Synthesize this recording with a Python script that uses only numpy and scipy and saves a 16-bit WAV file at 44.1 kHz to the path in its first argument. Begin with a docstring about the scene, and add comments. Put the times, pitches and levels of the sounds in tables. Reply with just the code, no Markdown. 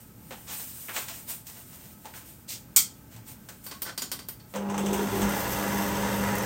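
"""A stand mixer on a worktop in a small tiled kitchen, over low, steady room tone.
Clothes rustle, slippers scuff and things knock; fingers slide over the plug and the wall socket snaps on.
The speed dial clicks round its detents, then the motor starts with a mains hum.
As it gathers speed the gears clack, whirr and whine and the shell booms; the gearbox strains,
the beater swishes through filling in the steel bowl, and two wet spits come near the end."""
import sys
import numpy as np
from scipy import signal
from scipy.fft import rfft, irfft
from scipy.io import wavfile
from scipy.ndimage import uniform_filter1d

SR = 44100
rng = np.random.default_rng(int(sys.argv[2]) if len(sys.argv) > 2 else 0)


def waveform_to_disk(signal):
    """Save audio, clipped to [-1, 1], as 16-bit WAV at the path in sys.argv[1]."""
    frames = np.transpose(np.atleast_2d(signal))
    scaled = np.clip(frames, -1, 1) * 32767
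    samples = np.round(scaled).astype(np.int16)
    wavfile.write(sys.argv[1], SR, samples)


N = 284709
TIME = np.arange(N) / SR  # s
FREQ = np.linspace(1e-3, SR / 2, 2049)  # Hz, the grid of every tone colour
MAINS_HZ = 50
MOTOR_ON_S = 4.535


def undb(db):
    """Decibels to gain."""
    return 10 ** (np.asarray(db) / 20)


def unit(x):
    """Scale to rms 1."""
    return x / np.sqrt(np.mean(x ** 2))


def walk(rate):
    """Smooth random wander with spread near 1, through about `rate` random points a second."""
    k = int(SR / rate)
    steps = np.repeat(rng.standard_normal(N // k + 1), k)
    return 1.18 * uniform_filter1d(steps, k)[:N]


def envelope(start, attack, hold, release):
    """Smooth rise, hold, then an exponential fall with this time constant (all in s)."""
    age = TIME - start
    rise = np.sin(np.pi / 2 * np.clip(age / attack, 0, 1)) ** 2
    return rise * np.exp(-np.maximum(age - attack - hold, 0) / release)


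def resonance(hz, width, lift):
    """A bell-shaped lift in dB, as one mode of a body gives."""
    return lift / (1 + (2 * (FREQ - hz) / width) ** 2)


def body(colour, modes=()):
    """Gain in dB over frequency: a broad colour that falls away below its first point, lifted by resonances."""
    hz, db = np.transpose(colour)
    broad = np.interp(np.log(FREQ), np.log(hz), db)
    broad = broad - 12 * np.log2(hz[0] / FREQ).clip(0, 4)  # 12 dB an octave, for four octaves
    return broad + sum(resonance(*mode) for mode in modes)


def ring(x, db):
    """Pass x through the minimum-phase response with this gain, so that ringing only follows each contact."""
    cepstrum = irfft(np.log(undb(db)))
    # fold the cepstrum onto positive time to make the response causal
    cepstrum[len(db):] = 0
    cepstrum[1:len(db) - 1] *= 2
    return signal.fftconvolve(x, irfft(np.exp(rfft(cepstrum))))[:len(x)]


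def kitchen(direct_db, t60):
    """Response of the tiled room: direct sound, uneven early echoes, then a dense tail whose treble dies sooner."""
    t = TIME[:SR // 2]
    early = np.exp(-t / 0.016)
    echoes = rng.standard_normal(len(t)) * undb(early * (3.8 * rng.standard_normal(len(t)) + 2.5))
    hz = np.arange(len(t) // 2 + 1) * SR / len(t)
    soft = irfft(rfft(echoes) / (1 + (hz / 9000) ** 4), len(t))
    treble = echoes - soft
    decay = np.exp(-np.log(1000) * t / t60)
    # a faint part of the sound lingers between the bare walls
    lingering = decay + undb(-23) * decay ** .5
    tail = unit(soft * lingering + treble * decay ** 1.28) / np.sqrt(len(t))
    tail[0] += undb(direct_db)
    # even out the room's broad colour, so that each source keeps its own; the fine ripple stays
    spectrum = rfft(tail)
    smooth_power = uniform_filter1d(np.abs(spectrum) ** 2, size=110)
    return irfft(spectrum / np.sqrt(smooth_power), len(t)) * np.linspace(1, 0, len(t)) ** .5


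def strike(s, peak_db, gain_db, direct_db, t60):
    """One blow on a body, heard through the room; its loudest 5 ms sets the level."""
    hit = ring(kitchen(direct_db, t60), gain_db)
    hit *= undb(peak_db) / np.sqrt(uniform_filter1d(hit ** 2, SR // 200).max())
    return np.pad(hit, (int(s * SR), N))[:N]


def blows(table, gain_db, low_hz, high_hz, body_db, treble_db, direct_db, t60, ring_share=0):
    """Each blow has its own weight of bass and treble and may wake one resonance most."""
    low = 1 / (1 + (FREQ / low_hz) ** 4)
    high = 1 / (1 + (high_hz / FREQ) ** 6)
    out = 0
    for s, db, bass, top, *note in table:
        tone = low * (bass + body_db) + high * (top + treble_db)
        if note:
            hz, lift = note
            tone = tone + resonance(hz, ring_share * hz, lift)
        out = out + strike(s, db, gain_db + tone, direct_db, t60)
    return out


def grains(spread_db):
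    """Dense tiny contacts of very uneven size, smeared by the room."""
    sizes = undb(spread_db * np.minimum(rng.exponential(size=N), 6))
    contacts = rng.standard_normal(N) * sizes
    return unit(signal.fftconvolve(contacts, kitchen(direct_db=-4, t60=0.25))[:N])


def powered():
    """The current comes on almost at once, over 18 ms."""
    return np.clip((TIME - MOTOR_ON_S) / 0.018, 0, 1)


def shaft_speed():
    """Turns a second as the motor runs up and settles."""
    # Each row: time in seconds, shaft speed in turns a second.
    shaft_points = [(4.54, 12), (4.75, 42), (5.0, 63), (5.25, 75), (5.6, 76), (6.1, 75.6), (6.46, 74.6)]
    return np.interp(TIME, *np.transpose(shaft_points))


def driven(full_db, halving_db):
    """Gain of a part that starts with the motor: full_db at top speed, halving_db less per halving of speed."""
    speed = shaft_speed()
    return undb(full_db + halving_db * np.log2(speed / speed.max())) * powered()


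def room_tone():
    """Steady noise, coloured by the kitchen's resonances and wandering slightly in level."""
    # Broad colour of the room. Each row: frequency in Hz, gain in dB.
    room_colour = [(25, -20), (45, -5.5), (110, -3.5), (160, -1), (290, -5.5), (400, -13), (620, -15.5),
                   (730, -22), (1100, -21.5), (2000, -24.5), (4000, -30), (6500, -28), (8800, -26),
                   (11000, -31), (14000, -19.5), (15500, -22.5)]
    # Resonances of the room. Each row: frequency in Hz, width in Hz, lift in dB.
    room_modes = [(73, 14, 5), (113, 13.5, 10.5), (211, 78, 3.5), (858, 85, 9.5), (1292, 18, 13.5),
                  (1560, 49, 8.5)]
    air = unit(ring(rng.standard_normal(N), body(room_colour, room_modes)))
    return air * undb(-50.5 + .5 * walk(6.23))


def rubbing():
    """Uneven tiny contacts: cloth hisses lightly, slippers scuff lower, and fingers slide over the plug."""
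    # Colours of cloth, of scuffing soles and of fingers on the plug. Each row: frequency in Hz, gain in dB.
    rustle_colour = [(2500, -17.5), (4200, -17), (7000, -12), (8900, -4), (10800, -13.5), (12200, -11),
                     (13800, -0.5), (15500, -7)]
    scuff_colour = [(200, -8.5), (500, -1.5), (900, 3), (1400, -0.5), (2500, 1), (4500, -2.5), (8000, 0.5),
                    (10500, -18), (15000, -1.5)]
    slide_colour = [(500, -16), (1300, -18), (2400, -9), (5000, -4.5), (8200, -4), (11000, -17),
                    (13600, -12), (15500, -11.5)]
    # Slow swishes of clothing. Each row: start in seconds, length before the fall in seconds, level in dB.
    rustles = [(0.0, 0.0071, -50), (0.122, 0.38, -51.5), (0.465, 0.16, -38.5), (0.55, 0.49, -42),
               (1.08, 0.13, -44.5), (1.438, 0.48, -50.5), (1.947, 0.22, -54.5), (2.236, 0.072, -48.5),
               (2.96, 0.017, -60), (3.363, 0.29, -57), (3.632, 0.028, -45), (4.46, 0.098, -54.5)]
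    # Short scuffs of slippers and sleeves. Each row: start in seconds, scuff level in dB, hiss level in dB.
    scuffs = [(0.458, -38.5, -52), (0.927, -34, -39), (1.055, -42.5, -59), (1.261, -41.5, -33),
              (1.444, -47.5, -43), (1.53, -53.5, -54), (1.69, -56.5, -60), (1.785, -58, -77),
              (2.122, -47, -46), (3.088, -53.5, -56), (3.245, -48, -44), (3.675, -54, -64)]
    rustle = unit(ring(grains(spread_db=2), body(rustle_colour))) * undb(1.0 * walk(45.84))
    scuff = unit(ring(grains(spread_db=5.0), body(scuff_colour))) * undb(0.5 * walk(60))
    slide = unit(ring(grains(spread_db=5.5), body(slide_colour)))

    rise_share = 0.59  # part of each swish spent swelling
    swells = sum(undb(db) * envelope(s, rise_share * length, (1 - rise_share) * length, release=0.076)
                 for s, length, db in rustles)
    cloth = swells * (rustle + undb(-11.5) * scuff)

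    steps = 0
    for s, scuff_db, hiss_db in scuffs:
        step = undb(scuff_db) * scuff + undb(hiss_db) * rustle
        steps = steps + step * envelope(s, attack=0.05, hold=0.0068, release=0.04)

    plug = undb(-36.5) * (slide + undb(-4) * rustle)
    plug = plug * envelope(2.472, attack=0.03, hold=0.036, release=0.033)
    return cloth + steps + plug


def knocks():
    """Soft knocks of handling, each with its own ring; some are a light touch and then a knock."""
    # Each row: time in seconds, peak level in dB before the trim, extra body in dB, extra treble in dB,
    # ring frequency in Hz, ring lift in dB.
    knock_hits = [(0.308, -37.5, -2.5, -3.5, 530, 9), (0.322, -38.5, -8, -3, 814, 11),
                  (0.885, -36.5, -6.5, -28, 2350, 7), (0.893, -35, -10, -8, 1520, 6),
                  (0.965, -27.5, -12, -3.5, 2770, 1.5), (0.974, -38, 0, -12, 1150, 9),
                  (1.085, -32.5, -27, 4.5, 2020, 1), (1.469, -37, -30, 13, 1500, -6),
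                  (2.046, -46, -3, 1, 894, 21), (2.056, -37.5, 0, 2.5, 890, 14),
                  (2.139, -42.5, -23, -5, 1540, 8), (3.163, -44.5, -7, 5, 845, 12),
                  (3.488, -36.5, -2, 7.5, 1570, 8), (4.539, -35, 0, -5, 525, 18),
                  (4.551, -31.5, 7, -2, 511, 14)]
    # Colour common to the knocks. Each row: frequency in Hz, gain in dB.
    knock_colour = [(60, -31), (200, -9.5), (500, -1.5), (900, 0), (1800, 1.5), (3000, -0.5), (5000, -7.5),
                    (8500, -6), (11000, -18), (14000, -7.5)]
    trim = undb(-0.5)
    return trim * blows(knock_hits, body(knock_colour), low_hz=824, high_hz=4000, body_db=9, treble_db=2.0,
                        ring_share=0.24, direct_db=-10, t60=0.3)


def thud():
    """A soft low thud swells in the room: one sine with a wandering phase."""
    tone = np.sqrt(2) * np.sin(2 * np.pi * 114 * TIME + 0.7 * walk(20))  # 114 Hz
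    return tone * undb(-46) * envelope(3.125, attack=0.045, hold=0.037, release=0.046)


def socket_switch():
    """The socket's rocker snaps over and bounces, ringing its plate."""
    # Each row: time in seconds, peak level in dB before the trim.
    snaps = [(2.7621, -10.5), (2.7697, -13.5)]
    # Colour of the snap. Each row: frequency in Hz, gain in dB.
    switch_colour = [(150, -37), (250, -26), (544, -32), (681, -25), (1430, -17.5), (1730, -27.5),
                     (2280, -10.5), (2760, -24), (3330, -13.5), (4170, -15), (7000, -3), (9230, -4.5),
                     (10200, -17.5), (14000, -7.5), (15500, -9)]
    # Resonances and dips of the switch. Each row: frequency in Hz, width in Hz, lift in dB.
    switch_modes = [(1400, 140, 0.5), (2300, 150, -1.5), (3180, 250, 7), (4490, 180, 8.5), (6200, 80, -11),
                    (6560, 59, -7), (6950, 110, 6), (8080, 130, 10), (8200, 180, -4), (14100, 400, 10)]
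    gain_db = body(switch_colour, switch_modes)
    trim = undb(1.9)
    return trim * sum(strike(s, db, gain_db, direct_db=-17, t60=0.23) for s, db in snaps)


def speed_dial():
    """The dial clicks over its detents and scrapes between them, both ringing the same modes."""
    # Each row: time in seconds, peak level in dB before the trim, extra body in dB, extra treble in dB,
    # ring frequency in Hz, ring lift in dB.
    detents = [(3.6645, -33.5, -4, -2.5, 4520, 12.5), (3.7125, -37, -8, -31, 1096, 12.5),
               (3.8196, -24, -10.5, -1.5, 1500, -3), (3.9776, -26.5, -14.5, -14, 4750, 9),
               (4.0196, -27.5, -11.5, -13, 6950, 16.5), (4.1165, -25.5, -12.5, -10.5, 5400, 2),
               (4.1912, -37, -8, -17, 4680, 5), (4.2858, -28, -8.5, 0.5, 6930, 2),
               (4.398, -52.5, -9, -29, 4420, 13)]
    # Colours of the clicks and of the scrape. Each row: frequency in Hz, gain in dB.
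    dial_colour = [(250, -2), (600, -8.5), (1100, -7), (1900, -12), (2500, -9.5), (3800, -6.5), (5200, -4),
                   (6300, -6.5), (7500, -6.5), (9300, -1.5), (10800, -8.5), (13000, -3), (14500, 5.5),
                   (15500, -5)]
    twist_colour = [(300, 0.5), (1500, 0), (2600, -8), (5000, -4.5), (9000, -11.5), (15000, -26)]
    # Resonances of the dial. Each row: frequency in Hz, width in Hz, lift in dB.
    dial_modes = [(1090, 100, 3), (1520, 100, 8.5), (2010, 210, 6.5), (3150, 150, 7), (4630, 300, 5.5),
                  (5500, 200, 2), (7000, 200, 0), (8340, 270, 5), (9300, 250, 2.5)]
    trim = undb(-0.8)
    clicks = trim * blows(detents, body(dial_colour, dial_modes), low_hz=2440, high_hz=9900, body_db=12.5,
                          treble_db=6.0, ring_share=0.043, direct_db=-13, t60=0.24)
    scrape = unit(ring(grains(spread_db=4.5), body(twist_colour, dial_modes)))
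    twist = scrape * undb(-38) * envelope(3.84, attack=0.037, hold=0.018, release=0.03)
    return clicks + twist


def hum():
    """Chopped mains current shakes the motor's iron at multiples of the mains; the lines waver in level."""
    # Mains lines. Each row: frequency in Hz, mean level in dB relative to the hum.
    hum_lines = [(100, -23), (150, -16), (200, 3), (250, -19), (300, -17), (400, -19), (450, -22.5),
                 (500, -22), (600, -18.5), (700, -24)]
    # Level of the whole hum. Each row: time in seconds, level in dB before the trim.
    hum_level = [(4.56, -37.5), (4.606, -34.5), (4.89, -28), (4.98, -34.5), (5.08, -30.5), (5.112, -43),
                 (5.148, -35), (5.212, -38), (5.254, -27), (5.302, -30), (5.418, -42.5), (5.696, -33.5),
                 (6.37, -33), (6.45, -38)]
    phase = 2 * np.pi * MAINS_HZ * TIME + 0.013 * walk(11.0)
    lines = 0
    for hz, db in hum_lines:
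        depth = abs(db) / 10
        waver_db = (2.5 + depth) * min(depth, 1) * walk(8)
        line = np.sin(round(hz / MAINS_HZ) * phase + rng.uniform(0, 2 * np.pi))
        lines = lines + undb(db + waver_db) * line
    trim_db = 0.5
    return undb(trim_db + np.interp(TIME, *np.transpose(hum_level))) * lines * powered()


def housing():
    """The whole machine rumbles on the worktop, and its shell booms as the speed sweeps through it."""
    # Colours of the rumble and of the boom. Each row: frequency in Hz, gain in dB.
    rumble_colour = [(25, -14), (40, -14), (52, 2), (75, 0), (88, -20), (112, 4), (140, -3), (190, 3.5),
                     (260, -9), (500, -37)]
    boom_colour = [(200, -37), (310, -1), (385, 0.5), (450, -6.5), (700, -24), (2000, -56)]
    # Each row: start in seconds, boom level in dB, clean note level in dB, added rumble level in dB.
    boom_times = [(4.8, -39.5, -45, -52), (4.879, -32.5, -46, -43), (4.97, -37, -54, -51),
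                  (5.105, -37, -30.5, -49), (5.185, -37, -39.5, -39)]
    rumble = unit(ring(grains(spread_db=5.0), body(rumble_colour)))
    boom = unit(ring(grains(spread_db=2.5), body(boom_colour)))
    note = unit(np.sin(2 * np.pi * 392.5 * TIME + 0.4 * walk(20)))  # 392.5 Hz
    booms = 0
    for s, boom_db, note_db, rumble_db in boom_times:
        mix = undb(boom_db) * boom + undb(note_db) * note + undb(rumble_db) * rumble
        booms = booms + mix * envelope(s, attack=0.025, hold=0.029, release=0.039)
    return rumble * driven(full_db=-42.5, halving_db=17) + booms


def gears():
    """Teeth whirr and grind in pulses each turn, whine at pitches that rise with the speed, and clack while slack."""
    # Colours of the whirr, the grind, the bearing's rasp and the clacks. Each row: frequency in Hz, gain in dB.
    gear_colour = [(230, -4.5), (320, -8), (520, -3.5), (750, -9.5), (870, -11.5), (950, -3), (1050, -9.5),
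                   (1800, -13.5), (2350, -17), (3700, -21.5), (4050, -24.5), (4800, -22.5), (8800, -22.5),
                   (11000, -35)]
    grind_colour = [(900, -18), (1200, -0.5), (1750, 5.5), (2050, 5), (2350, -13), (2700, -13), (3200, -30),
                    (8000, -36)]
    rasp_colour = [(2400, -25), (3100, 0.5), (3400, 2), (3750, -1), (3950, -16), (6000, -24)]
    clack_colour = [(300, -9), (900, 10), (2000, 3.5), (3400, 2.5), (4300, -9), (6200, 1.5), (9000, -0.5),
                    (11000, -19), (14500, -8)]
    # Resonances of the gear case. Each row: frequency in Hz, width in Hz, lift in dB.
    case_modes = [(396, 63, 3), (821, 32, 8.5), (915, 56, 4.5), (1256, 34, 0.5), (2770, 130, 5.5),
                  (3580, 250, 0.5), (4900, 120, 0), (5530, 200, 2.5), (6250, 210, 9), (7870, 230, 6)]
    # Lines of the whine. Each row: frequency in Hz at full speed, level in dB relative to the other lines.
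    gear_lines = [(75.4, -49), (116, -44.5), (301.5, -44), (506, -50.5), (662, -50.5), (807, -48),
                  (904, -50), (980, -53), (1131, -55), (1238, -53), (1437, -54.5), (1685, -55), (1766, -57),
                  (1981, -59)]
    # The gearbox strains as the beater meets the filling.
    # Each row: start in seconds, grind level in dB, rasp level in dB.
    strains = [(5.2, -40, -48), (6.06, -47, -50), (6.19, -38, -71)]
    # Slack gears and beater clack during run-up.
    # Each row: time in seconds, peak level in dB before the trim, extra body in dB, extra treble in dB.
    clack_hits = [(4.559, -34.5, 0, -17), (4.699, -34, 7, -18), (4.743, -29, 9, -28), (4.779, -28, 1, -12),
                  (4.792, -33.5, 7, -12), (4.861, -32.5, -8, -16), (4.931, -28.5, -9, -6),
                  (4.939, -29.5, -2, -4), (4.981, -33, 9, -16), (5.218, -27, 1.5, -10)]

    speed = shaft_speed()
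    turns = np.cumsum(speed * (1 + 0.0049 * walk(12))) / SR
    share = speed / speed.max()
    # the load on the teeth pulses with each turn and with each half-wave of the mains
    turn_db = 1.2 * np.cos(2 * np.pi * turns)
    mains_db = 0.32 * np.cos(2 * np.pi * 2 * MAINS_HZ * TIME)
    load = undb(turn_db + mains_db + 0.34 * walk(40))

    whirr = unit(ring(grains(spread_db=3.5) * load, body(gear_colour, case_modes)))
    # slow teeth meet softly, so the whirr brightens with speed
    dull = signal.sosfilt(signal.butter(1, 1100, fs=SR, output="sos"), whirr)
    whirr = dull + share ** 2 * (whirr - dull)

    # the pitches of the whine rise in step with the speed
    whine = 0
    for hz, db in gear_lines:
        line = np.sin(2 * np.pi * hz / speed.max() * turns + 1.06 * walk(24))
        whine = whine + undb(db + 3.2 * walk(12)) * line
    whine = unit(whine)

    grind_strain, rasp_strain = 0, 0
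    for s, grind_db, rasp_db in strains:
        push = envelope(s, attack=0.06, hold=0.028, release=0.13)
        grind_strain = grind_strain + undb(grind_db) * push
        rasp_strain = rasp_strain + undb(rasp_db) * push
    # a bearing rasps for most of the run
    bearing = undb(-51) * envelope(4.74, attack=0.058, hold=1.35, release=0.05)
    grind = unit(ring(grains(spread_db=2.0) * load, body(grind_colour)))
    grind = grind * np.hypot(driven(full_db=-42.5, halving_db=24), grind_strain)
    rasp = unit(ring(grains(spread_db=2.5) * load, body(rasp_colour)))
    rasp = rasp * np.hypot(bearing, rasp_strain)

    trim = undb(-0.5)
    clacks = trim * blows(clack_hits, body(clack_colour, case_modes), low_hz=1500, high_hz=9800, body_db=2.5,
                          treble_db=18, direct_db=-12.0, t60=0.27)
    whirr = driven(full_db=-32, halving_db=3.3) * whirr
    whine = driven(full_db=-36, halving_db=17) * whine
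    return whirr + whine + grind + rasp + clacks


def beater():
    """Wet filling crackles and swishes as uneven grains and spits against the bowl as short blows."""
    # Colours of the swish and of the spits. Each row: frequency in Hz, gain in dB.
    swish_colour = [(2500, -19), (5000, -2.5), (7000, -5), (9000, 0), (10700, -10), (12000, -1.5),
                    (14000, 6.5), (15500, -0.5)]
    squelch_colour = [(5000, -25), (6200, -4), (8000, -16), (9500, -5), (11000, -8), (13000, -3),
                      (15000, -2.5)]
    # The beater throws filling round the bowl. Each row: start in seconds, level in dB.
    throw_times = [(5.3, -35), (5.455, -36), (5.645, -38), (5.73, -44)]
    # Thin wet spits. Each row: time in seconds, peak level in dB.
    squelches = [(6.355, -28.5), (6.384, -28)]
    swish = unit(ring(grains(spread_db=5.5), body(swish_colour))) * undb(1.1 * walk(25))
    throws = sum(undb(db) * envelope(s, attack=0.065, hold=0.015, release=0.064) for s, db in throw_times)
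    spits = sum(strike(s, db, body(squelch_colour), direct_db=-2, t60=0.052) for s, db in squelches)
    return swish * np.hypot(driven(full_db=-40, halving_db=18), throws) + spits


def scene():
    """All sources over the kitchen's low, steady background, as one channel."""
    handling = rubbing() + knocks() + thud() + socket_switch() + speed_dial()
    mixer = hum() + housing() + gears() + beater()
    return (room_tone() + handling + mixer)[None]


def record(dry):
    """Soft saturation rounds the sharpest peaks, and a steep low-pass cuts the highest treble."""
    rounded = .9 * np.tanh(dry / .9)
    top_hz = 15850
    return signal.sosfilt(signal.ellip(12, .2, 80, top_hz, fs=SR, output="sos"), rounded)


dry = scene()
out = record(dry)
waveform_to_disk(out)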